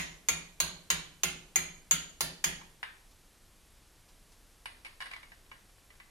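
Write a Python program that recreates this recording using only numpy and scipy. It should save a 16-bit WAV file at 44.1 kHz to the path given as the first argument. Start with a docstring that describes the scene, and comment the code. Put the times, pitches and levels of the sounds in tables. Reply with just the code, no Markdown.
"""Sharp hammer taps first: a steel socket in a gloved hand is struck against a bicycle's bottom bracket.
Each tap is a coloured noise crack plus decaying sines for steel and frame, a noise thud and slow low room modes.
The socket is pulled off with clinks; a few soft glove swishes follow in the pause.
It is then fitted back with light clinks (noise bursts, spindle and socket sines) and tiny noise ticks.
A faint room noise, low rumble and hiss, lies underneath."""
import sys
import numpy as np
from scipy import signal
from scipy.fft import rfft, irfft, next_fast_len
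from scipy.io import wavfile

SR = 44100
rng = np.random.default_rng(int(sys.argv[2]) if len(sys.argv) > 2 else 0)


def waveform_to_disk(signal):
    """Save audio, clipped to [-1, 1], as 16-bit WAV at the path in sys.argv[1]."""
    frames = np.transpose(np.atleast_2d(signal))
    scaled = np.clip(frames, -1, 1) * 32767
    samples = np.round(scaled).astype(np.int16)
    wavfile.write(sys.argv[1], SR, samples)


N = 269010
LEAD = SR // 4  # run-up in samples: the tapping is already under way
SIDES = np.array([[1], [-1]]) / 2  # half of a left-right difference to each ear

# Hammer taps: t/s, level/dB, seating (-1 askew to 1 square), favoured frame resonance f/Hz, steel ring/dB
TAPS = [(-.035, -31.5, -0.63, 1950, -5.5), (.286, -31.5, -0.31, 2250, 0), (.602, -34.5, 0.98, 4180, -0.5),
        (.902, -30, -0.56, 3600, -6.5), (1.234, -32, -0.14, 2880, -3.5), (1.5579, -33, -0.12, 2230, 2),
        (1.91, -32, -0.046, 3160, 3), (2.207, -34.5, 0.54, 4580, -7), (2.441, -31, -0.53, 2850, -3)]
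# Hammer head and socket pressed together: f/Hz, level/dB, t60/s, left-right/dB, left lead/rad
STEEL_MODES = [(6445, 0, .08, -1, 1.9), (6945, 3, .065, 5, 2.7), (11665, -18, .06, -3, 0),
               (6340, -3, .02, -2, 1.6), (7150, -9, .012, 0, 2.4), (9000, -12, .015, -3, 0),
               (9270, -12.5, .035, -3, .3)]
# Bicycle frame tubes: f/Hz, level/dB, t60/s
FRAME_MODES = [(365, -7, 0.52), (477.6, -7.5, 0.15), (667, -9, 0.35), (769, -4.5, 0.096), (843, -30, 0.076),
               (1064, 5.5, 0.082), (1384, -3, 0.31), (1610, -4, 0.31), (1970, 0.5, 0.11), (2067, 0.5, 0.32),
               (2104, 3.5, 0.083), (2370, 1, 0.072), (2770, 0, 0.24), (2626, -14, 0.35), (3025, -6.5, 0.54),
               (3100, -13, .25), (4460, 0, 0.14), (4160, -22, 0.12), (4840, 1, 0.12), (11200, -7, 0.12)]
# Low room modes: f/Hz, level/dB, t60/s, delay/s
ROOM_MODES = [(61.3, -3.5, 0.41, 0.015), (159.35, -1, 0.47, 0.01756), (177.4, -7.5, 0.42, 0.0185),
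              (270, -11.5, 0.47, 0.0079)]
# Crack of a tap, relative spectrum: f/Hz, level/dB per Hz
CRACK_SPECTRUM = [(100, -50), (300, -27), (600, -5), (1000, -1.5), (1350, -3.5), (2200, 1), (3300, -2.5),
                  (4600, -6), (5500, -4), (6600, 6.5), (7900, -10.5), (9200, -7.5), (11500, -9),
                  (15500, -13.5)]
# Shudder of the bicycle, relative spectrum: f/Hz, level/dB per Hz
THUD_SPECTRUM = [(30, -2), (60, -1.5), (100, -6.5), (135, -3.5), (172, 12.5), (220, -2), (290, -1),
                 (450, -6.5), (800, -9), (2000, -99)]
# Room noise, relative spectrum: f/Hz, level/dB per Hz
AIR_SPECTRUM = [(12, -34), (20, 2), (65, -9), (81, -12), (192, -18.5), (244, -20), (356, -21), (441, -23),
                (736, -24.5), (1230, -26.5), (2470, -28), (4460, -29), (10300, -30.5), (12400, -30.5),
                (16100, -41), (22000, -120)]
# Socket against spindle: t/s, level/dB, knock resonance f/Hz, contacts in the rattle/count
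CLINKS = [(2.612, -50.5, 960, 1), (2.829, -36, 1750, 1), (4.657, -41, 2550, 1), (4.848, -48.5, 2330, 3),
          (5.004, -42, 1640, 2), (5.021, -41, 1630, 1), (5.057, -48.5, 1770, 2), (5.113, -46.5, 2290, 1),
          (5.135, -44.5, 2030, 1), (5.163, -49, 2000, 1), (5.23, -53, 2000, 1), (5.319, -54.5, 1730, 1),
          (5.515, -48, 1840, 1), (5.904, -60, 2000, 1), (6, -52, 1990, 1)]
# Socket depth on the spindle: t/s, depth (0 loose to 1 home)
SOCKET_DEPTH = [(2.6, 1), (2.83, .65), (2.95, 0), (5.005, 0), (5.02, .3), (5.24, .45), (5.32, 1)]
# Loose socket: f/Hz, level/dB, t60/s
SOCKET_MODES = [(9210, 0, .15), (9300, -1, .2), (11600, -15, .1)]
# Spindle under a light knock, before extra damping: f/Hz, level/dB, t60/s
SPINDLE_MODES = [(793, -4, 0.062), (1067, 0, 0.17), (1612, -8, 0.36), (2005, 5, 0.11), (2200, -4.5, 0.21),
                 (2270, 6, 0.12), (2910, 0.5, 0.39)]
# Light contact, relative spectrum: f/Hz, level/dB per Hz
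CLINK_SPECTRUM = [(150, -45), (450, -10.5), (750, -3), (1100, 5), (1350, -3.5), (1650, 4), (2300, 0),
                  (2900, -3), (5000, -11.5), (6500, -23.5), (12000, -23.5), (16000, -75)]
# Glove brushing the socket: t/s, level/dB
BRUSHES = [(3.11, -66.5), (4.085, -64), (4.318, -64)]
# Rubber on steel, relative spectrum: f/Hz, level/dB per Hz
GLOVE_SPECTRUM = [(200, -5), (900, 1), (2000, -7), (4200, 1), (6500, -2), (12000, -11), (15000, -25)]
# Left-right likeness of room noise and glove: f/Hz, likeness (-1 to 1)
AIR_LIKENESS = [(60, 0.94), (180, 0.98), (550, 0.98), (1650, 0.94), (4970, 0.97), (15000, 1)]
# Left-right likeness of echoes and thud: f/Hz, likeness (-1 to 1)
ECHO_LIKENESS = [(150, 0.68), (500, 1), (1000, -0.58), (2000, -0.48), (6000, 0.3), (12000, 0.034)]
# Left-right likeness of direct contacts: f/Hz, likeness (-1 to 1)
DIRECT_LIKENESS = [(200, 1), (900, 0.47), (2200, -0.42), (5000, -0.021), (6700, 0.75), (10000, .15)]
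# Decay of the workshop's echoes: f/Hz, t60/s
ECHO_DECAY = [(150, 1.5), (600, 0.5), (2200, 0.45), (4500, 0.4575), (7000, 0.41), (11000, 0.26),
              (15500, 0.15)]
# Colour of the workshop's echoes: f/Hz, level/dB
ECHO_COLOUR = [(150, -3.5), (900, 1), (2200, 1), (4500, 2.5), (6700, -8.5), (9000, 2.5), (15000, 3)]

# A square blow: harder knock, brighter, more favoured resonance. dB at seating 0, dB per unit of seating
KNOCK_DB, KNOCK_SEATING_DB = 0, 4.5
BRIGHT_DB, BRIGHT_SEATING_DB = 3, 4.5
LIFT_DB, LIFT_SEATING_DB = 8, 5.5
LOW_DB, LOW_SEATING_DB = -0.7, 2.4  # shudder and boom
MID_RUN_S, KNOCK_DB_PER_S, BRIGHT_DB_PER_S = 1.2, -1, 1.5  # drift about mid-run
FRAME_LIFT_SHARE, FRAME_KNOCK_SHARE = 0.26, 0.28  # share of lift and knock reaching the frame ring
RATTLE_GAP_S, RATTLE_LOSS_DB = 0.0082, 1.3  # per contact of a rattle
DEPTH_DULLS_DB, DEPTH_MUTES_DB = -7.5, -25  # contact treble and socket ring, fully home
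SOCKET_DB = -11.5
# Treble of a loose contact at FIRM_DB; treble dB gained per dB below it
FIRM_DB, FIRM_TREBLE_DB, GRAZE_THINS = -42, 6.5, 0.24
TOP_HZ = 16200


def amp(db):
    """Decibels to gain."""
    return 10 ** (np.asarray(db) / 20)


def unit(x):
    """Scale to rms 1."""
    return x / np.sqrt(np.mean(x ** 2) + 1e-20)


def along(points, hz):
    """Read (Hz, value) points on a log-frequency axis."""
    f, value = np.transpose(points)
    return np.interp(np.log(hz + 1), np.log(f + 1), value)


def filtered(x, response):
    """Multiply the spectrum of x by a function of frequency."""
    n = x.shape[-1]
    padded = next_fast_len(n + 4096)
    spectrum = rfft(x, padded) * response(np.fft.rfftfreq(padded, 1 / SR))
    return irfft(spectrum, padded)[..., :n]


def noise(size, spectrum, likeness):
    """Stereo noise of rms 1: mid and side shares set the left-right likeness."""
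    def mid_side_gain(hz):
        angle = np.arccos(np.clip(along(likeness, hz), -.99, .99)) / 2
        return amp(along(spectrum, hz)) * [np.cos(angle), np.sin(angle)]

    mid, side = filtered(rng.standard_normal((2, size)), mid_side_gain)
    return unit(np.array([mid + side, mid - side]))


def fade(t, t60_s):
    """Exponential decay from t = 0, -60 dB at t60."""
    return np.exp(-np.log(1000) * np.maximum(t, 0) / t60_s) * (t >= 0)


def resonance(hz, centre_hz, width):
    """Bell from 0 to 1; half-width is a share of the centre."""
    return 1 / (1 + ((hz / centre_hz - 1) / width) ** 2)


def ring(modes, t, scatter_db=2.5):
    """Damped modes: new strengths for each blow, another phase at each ear."""
    total = 0
    for hz, db, t60_s in modes:
        strength = amp(db + scatter_db * rng.standard_normal())
        phase = 2 * np.pi * (hz * t + rng.random((2, 1)))
        total = total + strength * fade(t, t60_s) * np.sin(phase)
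    return total


def empty_track():
    """Silent stereo track with run-up and room for tails."""
    return np.zeros((2, LEAD + N + SR))


def add(track, s, sound):
    """Mix a sound into the track at time s."""
    i = LEAD + round(s * SR)
    track[:, i:i + sound.shape[1]] += sound


def workshop(x, wet_db, build_s=0.00043):
    """Direct sound plus a noise-tail room answer whose decay time depends on frequency."""
    white = noise(x.shape[1], [(100, 0.0038), (10000, 0)], ECHO_LIKENESS)
    hz, t, bins = signal.stft(white, SR, nperseg=256)
    envelope = fade(t, along(ECHO_DECAY, hz)[:, None]) * (1 - np.exp(-t / build_s))
    tail = signal.istft(bins * envelope, SR, nperseg=256)[1]
    tail = tail / np.sqrt(np.sum(tail ** 2) / 2)  # mean energy 1 per ear
    tail = filtered(tail, lambda f: amp(along(ECHO_COLOUR, f)))
    return x + amp(wet_db) * signal.fftconvolve(x, tail, axes=1)[:, :x.shape[1]]


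def crack(t, tilt, lift, level_db=10, t60_s=0.049, pan_db=-2.5):
    """Steel meets steel: dense short modes as decaying coloured noise."""
    burst = noise(len(t), CRACK_SPECTRUM, DIRECT_LIKENESS)
    burst = filtered(burst, lambda hz: amp(along(tilt, hz) + lift(hz)))
    return amp(level_db) * burst * fade(t, t60_s) * amp(pan_db * SIDES)


def ping(t):
    """Hammer head and socket ring together, strongly damped by the grip."""
    steel = 0
    for hz, db, t60_s, pan_db, lead_rad in STEEL_MODES:
        phase = 2 * np.pi * (hz * t + rng.random()) + SIDES * lead_rad
        strength = amp(db + SIDES * pan_db + rng.standard_normal())
        steel = steel + strength * fade(t, t60_s) * np.sin(phase)
    return steel


def frame_ring(t, tilt, lift, level_db=-9.0, pan_db=-2.0):
    """Frame tubes ring as damped modes, driven by part of the blow's colour."""
    def drive(hz):
        return FRAME_LIFT_SHARE * lift(hz) + FRAME_KNOCK_SHARE * along(tilt, hz)

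    modes = [(hz, db + drive(hz), t60_s) for hz, db, t60_s in FRAME_MODES]
    return amp(level_db + pan_db * SIDES) * ring(modes, t)


def shudder(t, level_db=-15.5, t60_s=0.82, rise_t60_s=0.073):
    """The whole bicycle shudders on its stand: low noise that swells, then decays."""
    rumble = noise(len(t), THUD_SPECTRUM, ECHO_LIKENESS)
    return amp(level_db) * rumble * fade(t, t60_s) * (1 - fade(t, rise_t60_s))


def boom(t, rise_t60_s=0.055, pan_db=-5.5):
    """Standing waves need a few crossings of the room to build up."""
    low = 0
    for hz, db, t60_s, delay_s in ROOM_MODES:
        age = np.maximum(t - delay_s, 0)
        strength = amp(db + rng.standard_normal())
        swell = fade(age, t60_s) * (1 - fade(age, rise_t60_s))
        low = low + strength * swell * np.sin(2 * np.pi * hz * (age - .012))
    return low * amp(pan_db * SIDES)


def taps(steel_db=11.0, boom_db=-10, contact_s=0.000083):
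    """Each blow: crack and ping with echoes, frame ring, shudder, late boom; seating sets the colour."""
    track, t = empty_track(), np.arange(SR * 3 // 4) / SR
    for s, db, seating, favoured_hz, ping_db in TAPS:
        since_mid_s = s - MID_RUN_S
        knock_db = KNOCK_DB + KNOCK_SEATING_DB * seating + KNOCK_DB_PER_S * since_mid_s
        bright_db = BRIGHT_DB + BRIGHT_SEATING_DB * seating + BRIGHT_DB_PER_S * since_mid_s
        tilt = [(900, knock_db), (1900, 0), (6500, 0), (10000, bright_db)]  # f/Hz, level/dB
        lift_db = LIFT_DB + LIFT_SEATING_DB * seating
        lift = lambda hz: lift_db * resonance(hz, favoured_hz, width=0.12)
        metal = crack(t, tilt, lift) + amp(steel_db + ping_db) * ping(t)
        metal = metal * (1 - np.exp(-t / contact_s))
        frame = frame_ring(t, tilt, lift)
        low = shudder(t) + amp(boom_db) * boom(t)
        low = amp(LOW_DB + LOW_SEATING_DB * seating) * low
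        add(track, s, amp(db) * (workshop(metal, wet_db=-2.5) + frame + low))
    return track


def room_noise(level_db=-60.5, hiss_top_hz=12500, above_db=-11, cut_hz=15400):
    """Steady low rumble and soft hiss that thins out at the very top."""
    def thinning(hz):
        return amp(above_db * np.clip((hz - hiss_top_hz) / 300, 0, 1)) * (hz < cut_hz)

    air = filtered(noise(N, AIR_SPECTRUM[:-1], AIR_LIKENESS), thinning)
    return amp(level_db) * unit(air)


def clinks(contact_db=2.5, contact_t60_s=0.045, lift_db=7, damping_s=0.043, spindle_db=-3,
           pick_db=9, rise_s=0.00091):
    """Socket knocks and rattles on the spindle; its ring mutes and contacts dull as it slides home."""
    track, t = empty_track(), np.arange(SR // 2) / SR
    for s, db, knock_hz, contacts in CLINKS:
        depth = np.interp(s, *np.transpose(SOCKET_DEPTH))
        treble_db = FIRM_TREBLE_DB + GRAZE_THINS * (FIRM_DB - db) + DEPTH_DULLS_DB * depth ** 2
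        # the contact point picks one spindle resonance and weakens the others
        near = lambda hz: resonance(hz, knock_hz, width=0.15)
        colour = lambda hz: amp(along([(2300, 0), (5000, treble_db)], hz) + lift_db * near(hz))
        modes = [(hz, level - pick_db * (1 - near(hz)), t60_s) for hz, level, t60_s in SPINDLE_MODES]
        socket = amp(SOCKET_DB + DEPTH_MUTES_DB * depth) * ring(SOCKET_MODES, t)
        add(track, s, amp(db) * workshop(socket, wet_db=-5))
        for k in range(round(contacts)):
            burst = filtered(noise(len(t), CLINK_SPECTRUM, DIRECT_LIKENESS), colour)
            burst = burst * fade(t, contact_t60_s) * (1 - np.exp(-t / rise_s))
            spindle = amp(spindle_db) * ring(modes, t) * np.exp(-t / damping_s)
            knock = workshop(burst, wet_db=-5.5, build_s=0.0037) + spindle
            knock_db = db + contact_db - RATTLE_LOSS_DB * k
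            add(track, s + k * RATTLE_GAP_S, amp(knock_db) * knock)
    return track


def glove(offset_db=4.0, t60_s=0.15, rise_t60_s=0.0081):
    """Rubber on steel: short swishes of noise with a soft onset."""
    track, t = empty_track(), np.arange(SR // 4) / SR
    for s, db in BRUSHES:
        swish = noise(len(t), GLOVE_SPECTRUM, AIR_LIKENESS)
        swish = swish * fade(t, t60_s) * (1 - fade(t, rise_t60_s))
        add(track, s, amp(db + offset_db) * swish)
    return track


def handling(level_db=-64, spread_db=5, t60_s=0.044, count=14, start_s=4.7, span_s=1.35):
    """Tiny noise ticks as the gloved hand works the socket onto its seat."""
    track, t = empty_track(), np.arange(SR // 4) / SR
    for when, size in rng.random((count, 2)):
        tick = noise(len(t), CLINK_SPECTRUM, DIRECT_LIKENESS) * fade(t, t60_s)
        add(track, start_s + span_s * when, amp(level_db + spread_db * size) * tick)
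    return track


def scene():
    """Taps, clinks, glove and handling over the quiet workshop."""
    events = taps() + clinks() + glove() + handling()
    return events[:, LEAD:LEAD + N] + room_noise()


def record(dry, ceiling=.3):
    """Round off the highest peaks below the ceiling, then cut steeply above TOP_HZ."""
    rounded = dry / (1 + (dry / ceiling) ** 4) ** (1 / 4)
    return filtered(rounded, lambda hz: 1 / (1 + (hz / TOP_HZ) ** 120))


dry = scene()
out = record(dry)
waveform_to_disk(out)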